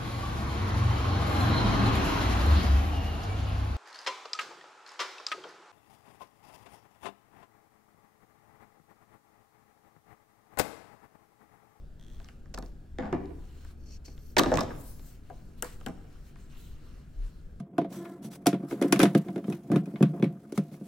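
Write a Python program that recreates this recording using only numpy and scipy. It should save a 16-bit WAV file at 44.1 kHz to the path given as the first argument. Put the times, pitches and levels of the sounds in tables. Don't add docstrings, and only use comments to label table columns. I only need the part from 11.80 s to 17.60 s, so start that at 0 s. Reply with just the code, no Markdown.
import sys
import numpy as np
from scipy import signal
from scipy.fft import rfft, irfft, next_fast_len
from scipy.io import wavfile
from scipy.ndimage import uniform_filter1d, map_coordinates

SR = 44100
rng = np.random.default_rng(int(sys.argv[2]) if len(sys.argv) > 2 else 0)


def dump_mix(stems):
    frames = np.atleast_2d(stems).T
    limited = np.clip(frames, -1, 1)
    pcm = np.round(limited * 32767).astype(np.int16)
    wavfile.write(sys.argv[1], SR, pcm)


N = 255772

# f/Hz, left-right correlation
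COHERENCE = [(60, 1), (180, 1), (550, 0.14), (1650, 0.38), (4970, 0.62), (15000, 0.48)]


def gain_of(db):
    return 10 ** (np.asarray(db) / 20)


def unit_rms(x):
    return x / np.sqrt(np.mean(x ** 2) + 1e-20)


def curve_at(points, hz):
    f, value = np.transpose(points)
    return np.interp(np.log(hz + 1), np.log(f + 1), value)


def add(mix, start, sound):
    part = mix[..., round(start * SR):][..., :sound.shape[-1]]
    part += sound[..., :part.shape[-1]]


def resonate(x, hz, width):
    r, turn = np.exp(-np.pi * width / SR), np.cos(2 * np.pi * hz / SR)
    return 2 * (1 - r) * signal.lfilter([1, -r * turn], [1, -2 * r * turn, r * r], x)


def wander(rate_hz):
    t = np.arange(0, N + 256, 256) / SR
    rates = np.geomspace(rate_hz / 20, rate_hz, num=20)
    slow = sum(np.sin(2 * np.pi * (f * t + rng.random())) for f in rates)
    return np.interp(np.arange(N) / SR, t, unit_rms(slow))


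def wavering_tone(hz, spread_hz):
    return np.sqrt(2) * np.sin(2 * np.pi * np.cumsum(hz + spread_hz * wander(3.8)) / SR)


def patches(shape, bins, frames):
    noise = rng.standard_normal(shape[::-1]).T
    return unit_rms(uniform_filter1d(uniform_filter1d(noise, bins, axis=0), frames, axis=1))


def shaped_noise(db, hop, coherence):
    a, b, c, d = rng.standard_normal(db.shape[::-1] + (4,)).T
    left, coherence = a + 1j * b, coherence[:, None]
    right = coherence * left + np.sqrt(1 - coherence ** 2) * (c + 1j * d)
    spectra = np.array([left, right]) * gain_of(db)
    return signal.istft(spectra, nperseg=4 * hop, noverlap=3 * hop)[1][:, :N]


def stroke(t, start, peak, end, rise, fall):
    up = np.clip((t - start) / (peak - start), 0, 1)
    down = np.clip((end - t) / (end - peak), 0, 1)
    return up ** rise * down ** fall


def room(x):
    decay = [(122, 1, 3.5), (500, 0.7, -1.5), (1480, 0.68, -3.5), (4000, 0.62, -4), (12000, 0.5, -6)]  # f/Hz, T60/s, relative level/dB
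    f, t60, colour_db = np.transpose(decay)
    taps = np.zeros((2, SR))
    at = np.arange(300, SR - 20, 20) + rng.integers(0, 20, (2, (SR - 301) // 20))
    strengths = rng.choice([-1., 1.], at.shape) * gain_of(3.06 * rng.exponential(1, at.shape))
    np.put_along_axis(taps, at, strengths, axis=1)
    hz, t, spectra = signal.stft(taps, SR, nperseg=256)
    hz = hz[:, None]
    coherence = curve_at(COHERENCE, hz)
    spectra[1] = coherence * spectra[0] + np.sqrt(1 - coherence ** 2) * spectra[1]
    spectra *= gain_of(curve_at(np.c_[f, colour_db], hz) - 60 * t / curve_at(np.c_[f, t60], hz))
    spectra *= 1 + gain_of(10.5 - 60 * t / 0.077)
    tail = signal.istft(spectra, SR, nperseg=256)[1]
    return signal.fftconvolve(x[None], tail / np.linalg.norm(tail[0]), axes=1)[:, :N]


def ventilation():
    spectrum = [(12, -32.5), (20, 2.5), (77, -8), (98, -19), (146, -15), (210, -22), (234, -22), (347, -23),
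                (388, -24.5), (607, -33), (698, -34), (1080, -45), (1250, -40), (1660, -40), (1860, -47.5),
                (16000, -59.5)]
    partials = [(96.5, -63.5), (142, -63), (189, -67.5), (236.5, -67)]  # f/Hz, level/dB
    hz = np.fft.rfftfreq(2048, 1 / SR)
    shape_db = curve_at(spectrum, hz)[:, None] + 1.4 * patches((len(hz), N // 512 + 5), 12, 8)
    rumble = gain_of(-46) * unit_rms(shaped_noise(shape_db, 512, curve_at(COHERENCE, hz)))
    hum = sum(gain_of(db + 2.8 * wander(7.5)) * wavering_tone(f, .8) for f, db in partials)
    return rumble + hum


def motor():
    envelope = [(0, -75), (1, -64), (1.2, -47.5), (1.7, -47.5), (2.5, -53), (2.9, -56.5), (3.2, -64.5),
                (4.2, -86), (5.8, -53.5)]
    level_db = np.interp(np.arange(N) / SR, *np.transpose(envelope))
    return gain_of(level_db) * wavering_tone(hz=71.5, spread_hz=1.0)


def bumps():
    bursts = [(5.36, -27.5, 35.2, 0.13), (2.62, -35, 42, .2), (0.66, -40, 42.6, 0.27)]  # t/s, peak level/dB, f/Hz, duration/s
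    track = np.zeros(N)
    for start, db, f, length in bursts:
        t = np.arange(0, length, 1 / SR)
        add(track, start, gain_of(db) * np.sin(np.pi * t / length) ** 0.52 * np.sin(2 * np.pi * f * t))
    return track


def fur_rustle():
    strokes = [(.17, .48, .6, -87, -4), (.82, .855, .93, -86, -1), (1.35, 1.91, 1.96, -85, -3),
               (2.24, 2.256, 2.46, -86, -1), (2.36, 2.52, 2.56, -87, 3), (2.95, 3.3, 3.45, -84, -1.5),
               (3.4, 3.55, 3.95, -87.5, -3.5), (3.77, 3.79, 3.83, -82, -2), (3.82, 3.85, 4.0, -72.5, -3),
               (3.96, 4.04, 4.14, -86, -3), (4.08, 4.36, 4.75, -88, -4.5), (4.44, 4.485, 4.54, -83, -2),
               (4.56, 4.6, 4.76, -85, -4), (4.69, 4.715, 5.15, -84, -4.5), (4.76, 4.8, 5.0, -79.5, .5),
               (4.85, 5.1, 5.42, -87, -5), (5.38, 5.47, 5.54, -84, -4.5), (5.25, 5.45, 5.78, -89, -3)]
    hide_peaks = [(1450, 1.5), (2850, 2.5), (4200, 4)]  # f/Hz, boost/dB
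    hz, t = np.fft.rfftfreq(256, 1 / SR), np.arange(N // 64 + 5) * 64 / SR
    octave = np.log2(np.maximum(hz, 700) / 7000)[:, None]
    power = sum((gain_of(db + tilt * octave) * stroke(t, *times, rise=.6, fall=1.1)) ** 2
                for *times, db, tilt in strokes)
    flicker = unit_rms(uniform_filter1d(rng.standard_normal(len(t)), size=5))
    colour_db = sum(db * np.exp(-((hz - f) / 250) ** 2) for f, db in hide_peaks) - 14 * (hz < 900)
    shape_db = colour_db[:, None] + 0.5 * flicker + 2.3 * patches(power.shape, bins=9, frames=40)
    return shaped_noise(shape_db + 10 * np.log10(power + 1e-20), 64, np.full(len(hz), .5))


def sleeve_sweep():
    pushes = [(2.86, 3.06, 3.26, -53), (3.14, 3.28, 3.37, -58)]
    t = np.arange(pushes[0][0], pushes[-1][2], 1 / SR)
    power = sum((gain_of(db) * stroke(t, *times, rise=1.1, fall=.9)) ** 2 for *times, db in pushes)
    comb_hz = np.maximum(4350 + 12000 * (t - pushes[0][1]), 3300)
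    highpass = signal.butter(2, 6500, "high", fs=SR, output="sos")
    hiss = signal.sosfilt(highpass, rng.standard_normal((N, 2)).T[:, :len(t)])
    hiss[1] = 0.2 * hiss[0] + 0.66 * hiss[1]
    delayed = np.arange(len(t)) - SR / comb_hz
    reflection = np.array([map_coordinates(side, [delayed], order=3) for side in hiss])
    flutter = gain_of(1.5 * wander(60)[:len(t)])
    return t[0], np.sqrt(power) * flutter * unit_rms(hiss + .45 * reflection)


def ruler_slide():
    strokes = [(1.97, 2.06, 2.1, -71, -80), (2.055, 2.16, 2.185, -56, -76), (2.245, 2.254, 2.36, -56, -74),
               (2.29, 2.5, 2.57, -69, -70)]
    modes = [(4500, 320, -3), (5600, 1700, 0)]  # f/Hz, bandwidth/Hz, relative level/dB
    t = np.arange(strokes[0][0], strokes[-1][2], 1 / SR)
    ring_gain, whistle_gain = sum(gain_of(row[3:])[:, None] * stroke(t, *row[:3], rise=.6, fall=1.3)
                                  for row in strokes)
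    friction = rng.standard_normal((N, 2)).T[:, :len(t)] * gain_of(2.5 * wander(300)[:len(t)])
    friction[1] = 0.504 * friction[0] + 0.77 * friction[1]
    driven = lambda hz, width: unit_rms(resonate(resonate(friction, hz, width), hz, width))
    rings = sum(gain_of(db) * driven(f, width) for f, width, db in modes)
    rings = signal.sosfilt(signal.butter(6, 4200, "high", fs=SR, output="sos"), rings)
    body = gain_of(-9.5) * unit_rms(resonate(friction, hz=2500, width=900))
    return t[0], ring_gain * unit_rms(rings + body) + whistle_gain * driven(hz=12200, width=600)


def blade_skips():
    slips = [.197, .212, .227, .238, .248, .266, .283, .301, .315, .325, .335, .347, .357, .368, .382, .393,
             .418, .43, .459]
    edge_modes = [(1890, 250, -8), (3330, 230, 0), (5930, 300, -6), (8000, 600, -12)]  # f/Hz, bandwidth/Hz, relative level/dB
    times, clicks = np.array(slips), np.zeros(N)
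    level_db = -47.5 + 2 * rng.standard_normal(len(times)) - 20 * (times - times[0])
    clicks[np.round(times * SR).astype(int)] = gain_of(level_db)
    rings = sum(gain_of(db) * resonate(clicks, f, width) * SR / (2 * np.pi * width)
                for f, width, db in edge_modes)
    return gain_of(-6) * rings + gain_of(-9) * clicks


def impacts():
    # t/s, clack, thud, knock and snap level/dB, left-right/dB, room send/dB, clack, thud and knock f/Hz
    contacts = [(0.3995, -47, -52.5, -50, -65, -0.5, -17, 3000, 750, 1060),
                (0.444, -43, -63, -55, -63, -2, -9, 5500, 200, 1260),
                (0.4863, -41.5, -61, -48, -50, -2, -7, 2800, 240, 2170),
                (0.657, -60, -69, -52.5, -77, -1, -10, 5500, 200, 1710),
                (0.7402, -35, -40, -43, -46, -5, -11, 6100, 720, 1400),
                (0.7444, -30, -46, -52, -41, 5, -17, 5300, 210, 900),
                (0.7755, -36, -37, -33, -44, -2.5, -17, 4400, 780, 1410),
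                (0.7862, -38.5, -34.5, -52, -35, 0.5, -17, 4400, 130, 800),
                (0.8245, -41, -39, -45, -51, -2, -12, 4260, 140, 1600),
                (0.8602, -48, -52, -71, -62, -2, -9, 5800, 330, 900),
                (1.1845, -37, -28, -31, -56, 1, -3, 3120, 210, 800),
                (1.2239, -48, -38, -39, -85, -3, 4, 2890, 780, 1450),
                (1.254, -50, -40, -40, -85, 1, 2.5, 3000, 750, 1010),
                (1.3258, -38, -21, -29, -54, 0.5, -5, 3100, 370, 1250),
                (1.4562, -48, -60, -56, -85, -1.5, -12, 3680, 260, 1230),
                (1.8477, -56, -55, -50, -52, 2, -15.5, 2690, 290, 1560),
                (2.2802, -52, -46, -54, -66, 0, -13, 2300, 230, 2100),
                (2.378, -47.5, -74, -63, -70, 1.5, -11, 3400, 230, 1450),
                (2.5664, -16, -18, -14.5, -29, -4, -10, 3500, 312, 982),
                (2.5813, -18, -19.5, -16.5, -19, -2, -10.5, 6300, 312, 1650),
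                (2.584, -10, -17, -22, -20, 3, -11.5, 4330, 318, 1650),
                (2.5921, -11, -27, -12, -14, -3.5, -15.5, 3100, 312, 993),
                (2.6099, -47, -19, -35, -54, 2, -13, 2400, 299, 999),
                (2.634, -22.5, -28, -22, -33, -2, -10, 3400, 700, 1150),
                (2.6586, -31, -21, -25, -56, -1.0, -4.5, 2650, 307, 964),
                (2.7164, -33, -15.5, -26, -43, 0.5, -7, 3440, 630, 1450),
                (2.724, -38, -30, -34, -44, 0, 2, 5500, 700, 1250),
                (2.7391, -24, -22.5, -30, -36, -3, -9, 6220, 160, 800),
                (2.755, -31, -30, -38, -40, 7, -19, 6120, 240, 800),
                (2.7716, -24, -32, -28, -29, -8, -6, 2900, 608, 1050),
                (2.7827, -44, -30, -21, -52, -3, -8.5, 2900, 412, 1100),
                (2.7899, -28, -30, -41, -34, 3, -7, 4200, 248, 1070),
                (2.8066, -22, -26, -27, -29, -2, -9, 5200, 660, 988),
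                (2.8329, -38, -34, -40, -44, 3, -6.5, 6200, 315, 1180),
                (2.9049, -46, -45, -33, -56, 0.0, -6, 2480, 283, 991),
                (3.1936, -49.5, -65, -57.5, -60, -1, -9, 4000, 290, 930),
                (3.4985, -56, -39, -48, -60, 6, -6, 2300, 708, 1450),
                (3.8234, -29, -35, -30, -17, 4.5, -12, 2900, 440, 1450),
                (3.8443, -42, -43, -36, -37, -6.5, -12, 4500, 440, 1100),
                (4.0103, -47, -52, -49, -78, 1, -8, 2730, 780, 1290),
                (4.029, -53, -62, -62, -78, 1, -10, 3200, 300, 1300),
                (4.0623, -30, -29, -33, -31, 5.5, -9, 2860, 250, 1490),
                (4.0843, -52, -33, -44, -45, -6, -9, 5960, 150, 1000),
                (4.557, -52, -70, -50, -80, 2, -15, 2300, 315, 1850)]
    table_modes = [(144.2, 1, 0.42), (275, -2.5, 0.2), (307, -1, 0.15), (390, -6, 0.21), (500, -11, 0.06),
                   (678, -9.5, 0.14), (1000, -8, 0.1), (1180, -2, 0.035), (1650, -9, 0.025)]
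    band_edges = [(2000, 6500), (80, 800), (800, 1900), (6500, 16000)]
    rise_times = [0.0011, 0.006, 0.002, 0.0004]
    linger = [0.55, 3.4, 1.5, 0.5]
    coherence = [0.75, 0.9, 0.69, 0.85]
    ticks = [2.2, 5, 4.5, 2.2]
    note_q = [4, 4.5, 6, 9]
    note_gain = [2.5, 2.8, 2.6, 1.1]
    note_share = np.array([[1], [1], [.55]])
    snap_hz = 7900
    treble, blows = np.zeros((2, 3, N))
    t = np.arange(round(.16 * SR)) / SR
    bands = [signal.butter(3, edges, "band", fs=SR, output="sos") for edges in band_edges]
    for start, *levels_db, pan_db, room_db, clack_hz, thud_hz, knock_hz in contacts:
        t60 = .021 + .0004 * (max(levels_db) + 40)
        common, separate = rng.standard_normal(len(t)), rng.standard_normal((3, len(t)))
        chatter = gain_of(3.6 * unit_rms(uniform_filter1d(rng.standard_normal(len(t)), size=60)))
        sends = gain_of([[pan_db / 2], [-pan_db / 2], [room_db]])
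        for k, note_hz in enumerate((clack_hz, thud_hz, knock_hz, snap_hz)):
            envelope = (1 - np.exp(-t / rise_times[k])) * gain_of(-60 * t / (t60 * linger[k]))
            noise = coherence[k] * common + np.sqrt(1 - coherence[k] ** 2) * separate
            drive = noise * envelope * (chatter if k != 1 else 1)
            drive[:, round(min(rise_times[k], .002) * SR)] += ticks[k]
            burst = signal.sosfilt(bands[k], resonate(drive, 8000, 14000))
            burst += note_gain[k] * note_share * resonate(burst, note_hz, note_hz / note_q[k])
            burst *= gain_of(levels_db[k]) * sends / abs(burst).max()
            add(blows if k in (1, 2) else treble, start, burst)
    rings = sum(gain_of(db) * resonate(blows, f, np.log(1000) / np.pi / t60)
                for f, db, t60 in table_modes)
    left, right, send = treble + gain_of(1.5) * blows + gain_of(3.5) * rings
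    return np.array([left, right]) + gain_of(1.8) * room(send)


def scene():
    blade = blade_skips()
    mix = impacts() + blade + gain_of(-12) * room(blade)
    mix += fur_rustle() + ventilation() + motor() + bumps()
    add(mix, *ruler_slide())
    add(mix, *sleeve_sweep())
    return mix


def record(dry):
    balance = [(25, 2.5), (60, 0.2), (950, 1.0), (15000, 0.5)]  # f/Hz, left-right level/dB
    phase_lead = [(400, 0.33), (3900, 0), (6600, 1.24), (9400, -1.9), (16000, -1.5)]  # f/Hz, lead of the left port/rad
    size = next_fast_len(N)
    hz, side = np.fft.rfftfreq(size, 1 / SR), np.array([[.5], [-.5]])
    ports = gain_of(side * curve_at(balance, hz)) * np.exp(1j * side * curve_at(phase_lead, hz))
    heard = irfft(rfft(dry, size) * ports, size)[:, :N]
    lowpass = signal.firwin(511, 16000, window=("kaiser", 9), fs=SR)
    return signal.oaconvolve(heard, lowpass[None], "same")


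dry = scene()
out = record(dry)
dump_mix(out)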